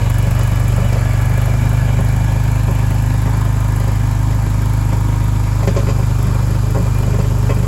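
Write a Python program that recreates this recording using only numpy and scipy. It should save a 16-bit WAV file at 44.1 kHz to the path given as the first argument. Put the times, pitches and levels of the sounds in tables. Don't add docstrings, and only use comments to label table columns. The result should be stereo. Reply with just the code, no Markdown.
import sys
import numpy as np
from scipy import signal
from scipy.fft import rfft, irfft
from scipy.io import wavfile
from scipy.ndimage import uniform_filter1d

SR = 44100
rng = np.random.default_rng(int(sys.argv[2]) if len(sys.argv) > 2 else 0)


def nominal_scale(level):
    x = np.asarray(level, float) / 20
    return 10 ** x


def master_out(mix):
    frames = np.transpose(np.atleast_2d(mix))
    ceiling = np.clip(frames, -1, 1)
    pcm = np.round(ceiling * 32767).astype(np.int16)
    wavfile.write(sys.argv[1], SR, pcm)


N = 338247

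# start_s, cycles_per_s
SPEED = [(0.0, 23.69), (0.39, 24.185), (1.18, 24.386), (1.38, 24.991), (1.57, 25.462), (1.97, 25.439),
         (2.56, 25.69), (2.95, 25.513), (3.34, 25.906), (3.93, 25.546), (4.52, 25.774), (5.11, 25.698),
         (5.7, 25.507), (5.9, 25.04), (6.29, 24.954), (6.69, 25.137), (7.08, 25.072), (7.67, 24.673)]
# start_s, load_0_to_1
LOAD = [(0, 0.69), (1.2, 0.72), (1.7, 0.74), (3, 0.46), (4.4, 0.25), (5.5, 0.24), (5.95, 0.78), (6.7, 0.68),
        (7.1, 0.85), (7.67, 0.85)]
TUNED_CYCLES_PER_S, CYCLE_AT_START = 25.4, -.078
START_M, BACKING_M_PER_S, PORT_HEIGHT_M, ENGINE_HEIGHT_M = 2.53, 0.56, 1.43, 0.56

T = np.arange(N) / SR
HZ = np.fft.rfftfreq(N, 1 / SR)
CYCLES = CYCLE_AT_START + np.cumsum(np.interp(T, *np.transpose(SPEED))) / SR


def evened(x):
    return x / np.sqrt(np.mean(x ** 2) + 1e-20)


def over_time(rows):
    return np.interp(T, *np.transpose(rows))


def read(points, hz, order=1):
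    table = np.transpose(points)
    return np.interp(np.log(hz + 1), np.log(table[0] + 1), table[order])


def coloured(x, gain):
    return irfft(rfft(x) * gain, N)


def resonance(hz, centre_hz, width_hz):
    return 1 / (1 + (2 * (hz - centre_hz) / width_hz) ** 2)


def wander(rate_hz, count):
    knots = rng.standard_normal((count, 400))
    return 1.22 * np.array([np.interp(T * rate_hz, np.arange(400), k) for k in knots])


def beat(at_cycle, decay_cycles, spread_db):
    since = CYCLES + 1 - at_cycle
    strength = nominal_scale(spread_db * rng.uniform(-1, 1, size=220))[since.astype(int)]
    phase = since % 1
    return strength * (1 - np.exp(-phase / .025)) * np.exp(-phase / decay_cycles)


def distance_m():
    return START_M + BACKING_M_PER_S * T


def effort_db(db, load_db, far_db):
    return db + load_db * over_time(LOAD) + far_db * np.log2(distance_m() / START_M)


def partial_phase(order):
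    # centre_hz, width_hz, signed_strength
    chamber_rows = [(50.4, 4.9, -.6), (94.2, 25.5, .33), (124.3, 48, -.096)]
    second_at_cycle, second_strength, bass_cut_hz = .441, 1.78, 165
    free_cycles_per_s, sag_cycles_per_s, lag_rad, no_lag_at = 25.75, .5, .28, .4
    hz = order * TUNED_CYCLES_PER_S
    firings = 1 + second_strength * np.exp(-2j * np.pi * order * second_at_cycle)
    chambers = sum(strength / (1 + 2j * (hz - f) / width) + strength / (1 + 2j * (hz + f) / width)
                   for f, width, strength in chamber_rows)
    s = 1j * hz / bass_cut_hz
    bass_cut = s * s / (s * s + np.sqrt(2) * s + 1)
    sag = np.tanh((free_cycles_per_s - over_time(SPEED)) / sag_cycles_per_s) - no_lag_at
    return np.angle(firings * chambers * bass_cut) - lag_rad * (order - 2) * sag


def exhaust(hum_waver_db=0.23, line_waver_db=1.5, slip_rad=0.35):
    # cycle_order, rms_db, full_load_gain_db, db_per_cycle_per_s, db_per_doubled_distance
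    hum_rows = [(2, -18.5, -0.25, 0.2, -.5), (3, -31.5, 8, 1, -1.3), (4, -16.5, -1, 0.7, -0.9),
                (5, -21.5, 7, 0.05, -1.63), (9, -37.5, 0, 1.5, 0), (10, -34.5, 0, 3, -3),
                (12, -36.5, -10.5, -4, 1.5)]
    # cycle_order, rms_db_at_ref (before guards), ref_s, fade_db_per_s (away from ref_s)
    line_rows = [(6, -31, 3.5, 0.7), (7, -31, -8.5, 0.7), (8, -41.5, 0, 2.5), (11, -49, 8.5, 0),
                 (13, -44.5, 7, 2), (16, -49, 2, 1.5), (17, -38, 7.5, 5), (20, -45, 0, .9),
                 (24, -45, 0, 1.5), (25, -50.5, 3, 0), (26, -45, 2, .9), (27, -47, 1.8, 5),
                 (28, -44.5, .8, 4), (29, -48, .5, .8), (30, -51, 2, 2), (31, -43.5, 2.5, 1),
                 (32, -46, 3.5, 2.5), (34, -45, 3, 1.2), (35, -50, 2, 1), (36, -41, 4, 1.5),
                 (37, -44, 5, 4), (38, -46.5, 7, 6), (39, -52, 0, 1.5), (40, -42, 3.2, 1.3),
                 (42, -48, 5, 1.5), (44, -50, 5.5, 3), (47, -53, 5.5, 1.5), (48, -47, 5, .8),
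                 (52, -50, 6.3, 2), (56, -47, 3.5, 1.4), (60, -54, 5, 2), (62, -51, 4, 3),
                 (63, -52, 2.7, 1.2), (66, -51, 2, 1.3), (68, -54, 3, 3)]
    # centre_hz, width_hz, boost_db
    guard_rows = [(950, 16, 6), (1168, 14, 8)]
    cycles_per_s = over_time(SPEED)
    faster = cycles_per_s - TUNED_CYCLES_PER_S
    out = np.zeros(N)

    sway = wander(9, count=len(hum_rows))
    for (order, db, load_db, speed_db, far_db), level_sway in zip(hum_rows, sway):
        level_db = effort_db(db, load_db, far_db) + speed_db * faster + hum_waver_db * level_sway
        out += nominal_scale(level_db) * np.cos(2 * np.pi * order * CYCLES + partial_phase(order))

    sway = wander(3.5, count=2 * len(line_rows)).reshape(-1, 2, N)
    for (order, db, ref_s, fade_db), (level_sway, phase_sway) in zip(line_rows, sway):
        sung_db = sum(boost_db * resonance(order * cycles_per_s, f, width)
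                      for f, width, boost_db in guard_rows)
        level_db = db - abs(fade_db * (T - ref_s)) + sung_db + line_waver_db * level_sway
        phase = 2 * np.pi * order * CYCLES + partial_phase(order) + slip_rad * phase_sway
        out += nominal_scale(level_db) * np.cos(phase)
    return np.sqrt(2) * out


def clatter(patchy_db=1.5):
    # freq_hz, relative_db
    spectrum = [(15, -15.5), (30, -33), (62, -22.5), (90, -19.5), (140, -15.5), (200, -20), (315, -21.5),
                (365, -25.5), (730, -29), (1000, -29), (1400, -31), (2000, -37.5), (2700, -40), (3600, -37),
                (5500, -38), (7000, -59), (9000, -128)]
    # centre_hz, width_hz, boost_or_dip_db
    panel_rows = [(230, 27, 0.5), (450, 51, -2), (544, 19, 4), (900, 140, 6.5)]
    throb = 1 + .8 * beat(.33, .15, 4) + .4 * beat(.63, .15, 4)
    hz, t, z = signal.stft(throb * rng.standard_normal((2, N)), SR, nperseg=512)
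    patches = rng.standard_normal(z.shape[1:])
    patches = evened(uniform_filter1d(uniform_filter1d(patches, size=7, axis=0), size=10, axis=1))
    bright_band = np.exp(-np.log(hz[:, None] / 2200 + 1e-9) ** 2 / .5)
    bright_db = np.interp(t, T, effort_db(9.5, 0, -4)) * bright_band
    x = signal.istft(z * nominal_scale(patchy_db * patches + bright_db), SR, nperseg=512)[1][:, :N]
    rings_db = sum(db * resonance(HZ, f, width) for f, width, db in panel_rows)
    rattle = evened(coloured(x, nominal_scale(read(spectrum, HZ) + rings_db)))
    return nominal_scale(effort_db(-28.5, 1, -0.1)) * rattle


def bucket(uneven_db=1.55, small_db=-34, small_load_db=9, small_per_s=40, thin_hz=330, dull_hz=750):
    # boom_db, upper_modes_db (per octave over dull_hz,
    # one octave at most), gravel_crack_db
    clank_rows = [(.1, -18.5, -9, 1, -27), (.269, -29, 12, -13, -20), (.379, -20, -15, -9, -12),
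                  (.408, -19.5, -3, -4, -6), (.72, -23, 3, -12, -22), (.779, -17, 2, -19, -31),
                  (.841, -24, -3, -12, -24), (.924, -16.5, -2, -26, -8.5), (.955, -17, -27, -18, -28),
                  (1.136, -25, 8, -10, -13), (1.375, -18, -7, -8, -20), (1.477, -17.5, -23, -21, -24),
                  (1.988, -14, -0.5, -15, -24), (2.123, -27, -12, -8, -21), (2.68, -15.5, -5, -14, -24),
                  (2.7, -22, -14, -19, -22), (3.256, -15, -6, -14, -27), (3.275, -20, -11, -10, -25),
                  (3.798, -23, -5, -12, -14), (3.873, -15, -11, -15, -21), (4.921, -17, -3, -11, -15),
                  (5.629, -11.5, -26, -10, -15), (5.674, -7, -4.5, -9, -13), (5.764, -8, -14, -18, -12),
                  (5.796, -18, -9, -7, -11), (5.868, -16, -15, -6, -23), (5.888, -12.5, -4, -9, -10.5),
                  (5.99, -17.5, -9, -15, -24), (6.098, -20, -15, -8, -17), (6.19, -26, -18, -15, -20),
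                  (6.29, -40, -23, -15, -22), (6.347, -21, -23, -13, -25), (6.55, -24, -6, -17, -20),
                  (6.748, -11, -15, -16, -23), (6.762, -10, -26, -33, -30), (6.774, -22, -16, -12, -25),
                  (6.797, -19, 5, -16, -22), (7.03, -16, -7, -13, -18), (7.074, -17, -2, -14, -17),
                  (7.133, -15, -10, -15, -18), (7.187, -13.5, -1, -22, -15), (7.243, -17.5, -21, -8, -14),
                  (7.369, -21, -28, -14, -25), (7.493, -8, -24, -10, -20), (7.504, -11, -21, -8, -29),
                  (7.52, -23, -15, 6, -21), (7.566, -16.5, -2, -10, -16)]
    # freq_hz, level_db, t60_s
    mode_rows = [(300, -6.5, 0.1), (400, -1.5, 0.079), (425.3, 1, 0.11), (527, -13, 0.025),
                 (557.5, 5.5, 0.069), (649, 2.5, 0.035), (794, -3, 0.06), (914, -0.5, 0.07),
                 (1051, 3, 0.09), (1322, -6, 0.1), (1450, 0, 0.031), (1800, 2.5, 0.054), (1923, -5.5, 0.21),
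                 (2000, 8, 0.033), (2340, 0, 0.05), (2550, -1.5, 0.073), (2980, -5, 0.086),
                 (3174, -2.5, 0.093), (4850, -3, 0.15)]
    # freq_hz, t60_s
    boom_hz, boom_t60_s = (176.3, 0.2)
    # freq_hz, relative_db
    gravel_spectrum = [(500, -7), (1500, -0.5), (3000, 0), (5500, -1), (7500, 0), (9000, -21), (12000, -50)]
    scrape_s, scrape_rise_s, tick = 0.0095, .004, 4.5

    blows = list(clank_rows)
    for fraction, chance in rng.random((round(small_per_s * N / SR), 2)):
        s = fraction * (N / SR)
        load = np.interp(s, *np.transpose(LOAD))
        blows.append((s, small_db + small_load_db * load + 6 * chance, -4, -10, -25))

    t, out = np.arange(8000) / SR, np.zeros((2, N + 12000))
    f, mode_db, t60 = np.transpose(mode_rows)[:, :, None]
    modes = nominal_scale(mode_db - 60 * t / t60) * np.sin(2 * np.pi * f * t)
    boom = nominal_scale(-60 * t / boom_t60_s) * np.sin(2 * np.pi * boom_hz * t) * (1 - np.exp(-t / 0.0026))
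    gravel = nominal_scale(read(gravel_spectrum, np.fft.rfftfreq(2000, 1 / SR)))
    short_t = t[:2000]
    scrape = np.exp(-short_t / scrape_s) * (1 - np.exp(-short_t / scrape_rise_s))

    unevenness = rng.standard_normal((len(blows), len(mode_rows), 1))
    grit = rng.standard_normal((len(blows), 2, 2000))
    clumps = evened(uniform_filter1d(rng.standard_normal(grit.shape), size=60))
    grit *= nominal_scale(2.5 * clumps)
    drive = grit * scrape
    drive[..., 20] += tick
    drive = signal.lfilter(*signal.butter(2, thin_hz, "high", fs=SR), drive)
    at_modes = abs(drive @ np.exp(-2j * np.pi * f * short_t).T)
    share = 1 / (at_modes + .3 * at_modes.mean())

    upper = np.clip(np.log2(f / dull_hz), 0, 1)
    for blow, uneven, noise, push, weights in zip(blows, unevenness, grit, drive, share):
        s, peak_db, boom_db, upper_db, crack_db = blow
        body = weights @ (nominal_scale(uneven_db * uneven + upper_db * upper) * modes)
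        ring = signal.fftconvolve(push, body, axes=1)[:, :8000]
        ring = ring / abs(ring).max() + nominal_scale(boom_db) * boom
        crack = np.sqrt(scrape) * evened(irfft(rfft(noise) * gravel))
        ring[:, :2000] += nominal_scale(crack_db) * crack
        out[:, round(s * SR):][:, :8000] += nominal_scale(peak_db) * ring
    return out[:, :N]


def over_gravel(x, echo=0.2, dull_hz=2500):
    detour_s = 2 * PORT_HEIGHT_M * ENGINE_HEIGHT_M / distance_m() / 343
    dull = coloured(x, 1 / np.sqrt(1 + (HZ / dull_hz) ** 4))
    return x + echo * np.array([np.interp(T - detour_s, T, c) for c in dull])


def whistles_and_crunch(waver_db=1.2):
    # centre_hz, width_hz, peak_rms_db, peak_s, fade_db_per_s (before and after)
    band_rows = [(1170, 25, -43, 0.79, 3.5), (1587, 33, -44.5, 3.3, 1.5), (1689, 65, -35.5, 1.16, 2.5),
                 (1750, 38, -43.5, 3.8, 2.5), (2257, 90, -40.5, 1.1, 4), (2374, 63, -40, 1.7, 3.8),
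                 (2275, 60, -48, 5.1, 7), (2395, 70, -45, 6.8, 4.5), (2940, 60, -41.5, 0.11, 3.5),
                 (4800, 1000, -44.5, 6.5, 4), (7070, 390, -48, 5.9, 7)]
    throb = 1 + 0.19 * beat(0.25, 0.13, 2.2)
    noise = throb * rng.standard_normal((len(band_rows), 2, N))
    sway = wander(18, count=len(band_rows))
    out = np.zeros((2, N))
    for (f, width, db, peak_s, fade_db), x, level_sway in zip(band_rows, noise, sway):
        level_db = db - abs(fade_db * (T - peak_s)) + waver_db * level_sway
        out += nominal_scale(level_db) * evened(coloured(x, resonance(HZ, f, width)))
    return out


def ports(direct, scattered):
    # freq_hz, likeness_0_to_1, left_lead_rad
    likeness_rows = [(60, .995, 0), (140, .99, .1), (220, .94, .2), (500, .88, .5), (800, .85, 1.1),
                     (950, .55, 1.4), (1300, .68, 1.3), (1750, .5, 2.2), (2300, .7, 1.4), (3500, .66, 2.7),
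                     (5200, .6, 4)]
    # freq_hz, left_minus_right_db
    lean_rows = [(60, -3), (140, -3.1), (220, -0.5), (500, -1), (950, 3.5), (1300, 3.5), (2400, 1),
                 (3500, 1), (5200, 0.5)]
    same = read(likeness_rows, HZ)
    turn = nominal_scale(read(lean_rows, HZ) / 2) * np.exp(.5j * read(likeness_rows, HZ, order=2))
    left = coloured(direct, turn)
    right = coloured(direct, same / turn) + coloured(scattered, np.sqrt(1 - same ** 2) / turn)
    return np.array([left, right])


def hiss(far_side_db=-3.0, waver_db=2.0, lag_s=.000219):
    # freq_hz, relative_db
    air_spectrum = [(2500, -15), (4500, -14), (6000, 1.5), (7300, 6.5), (10000, 2.5), (12800, -1),
                    (14500, -6.5), (16500, -18)]
    # freq_hz, relative_db
    puff_spectrum = [(3000, -49), (6000, -6), (8000, 1.5), (11000, 3), (13000, -0.5), (16500, -4.5)]
    near_noise, far_noise, puff_noise = rng.standard_normal((3, N))
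    air = evened(coloured(np.array([near_noise, far_noise]), nominal_scale(read(air_spectrum, HZ))))
    puffs = beat(0.258, 0.16, 3.8) * nominal_scale(waver_db * wander(5.8, count=1)[0]) * puff_noise
    puffs = evened(coloured(puffs, nominal_scale(read(puff_spectrum, HZ))))
    near = air[0] + nominal_scale(effort_db(-2, 2.5, -1.5)) * puffs
    far = nominal_scale(far_side_db) * air[1]
    lag = -np.exp(-2j * np.pi * HZ * lag_s)
    left = coloured(near, lag) + coloured(far, lag.conj())
    return nominal_scale(effort_db(-41.5, 1.46, -0.55)) * np.array([left, near + far])


def scene():
    hum = exhaust()
    machine = over_gravel(clatter() + bucket()) + whistles_and_crunch()
    return ports(machine[0] + hum, machine[1]) + hiss()


def roll_off(x):
    return signal.sosfilt(signal.butter(12, 17100, fs=SR, output="sos"), x)


def record(dry, knee=.6, room=.32, offset=-.0034, edge_hz=15850):
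    over = np.sign(dry) * (knee + room * np.tanh((abs(dry) - knee) / room))
    rounded = np.where(abs(dry) > knee, over, dry)
    return roll_off(coloured(rounded + offset, HZ < edge_hz))


dry = scene()
out = record(dry)
master_out(out)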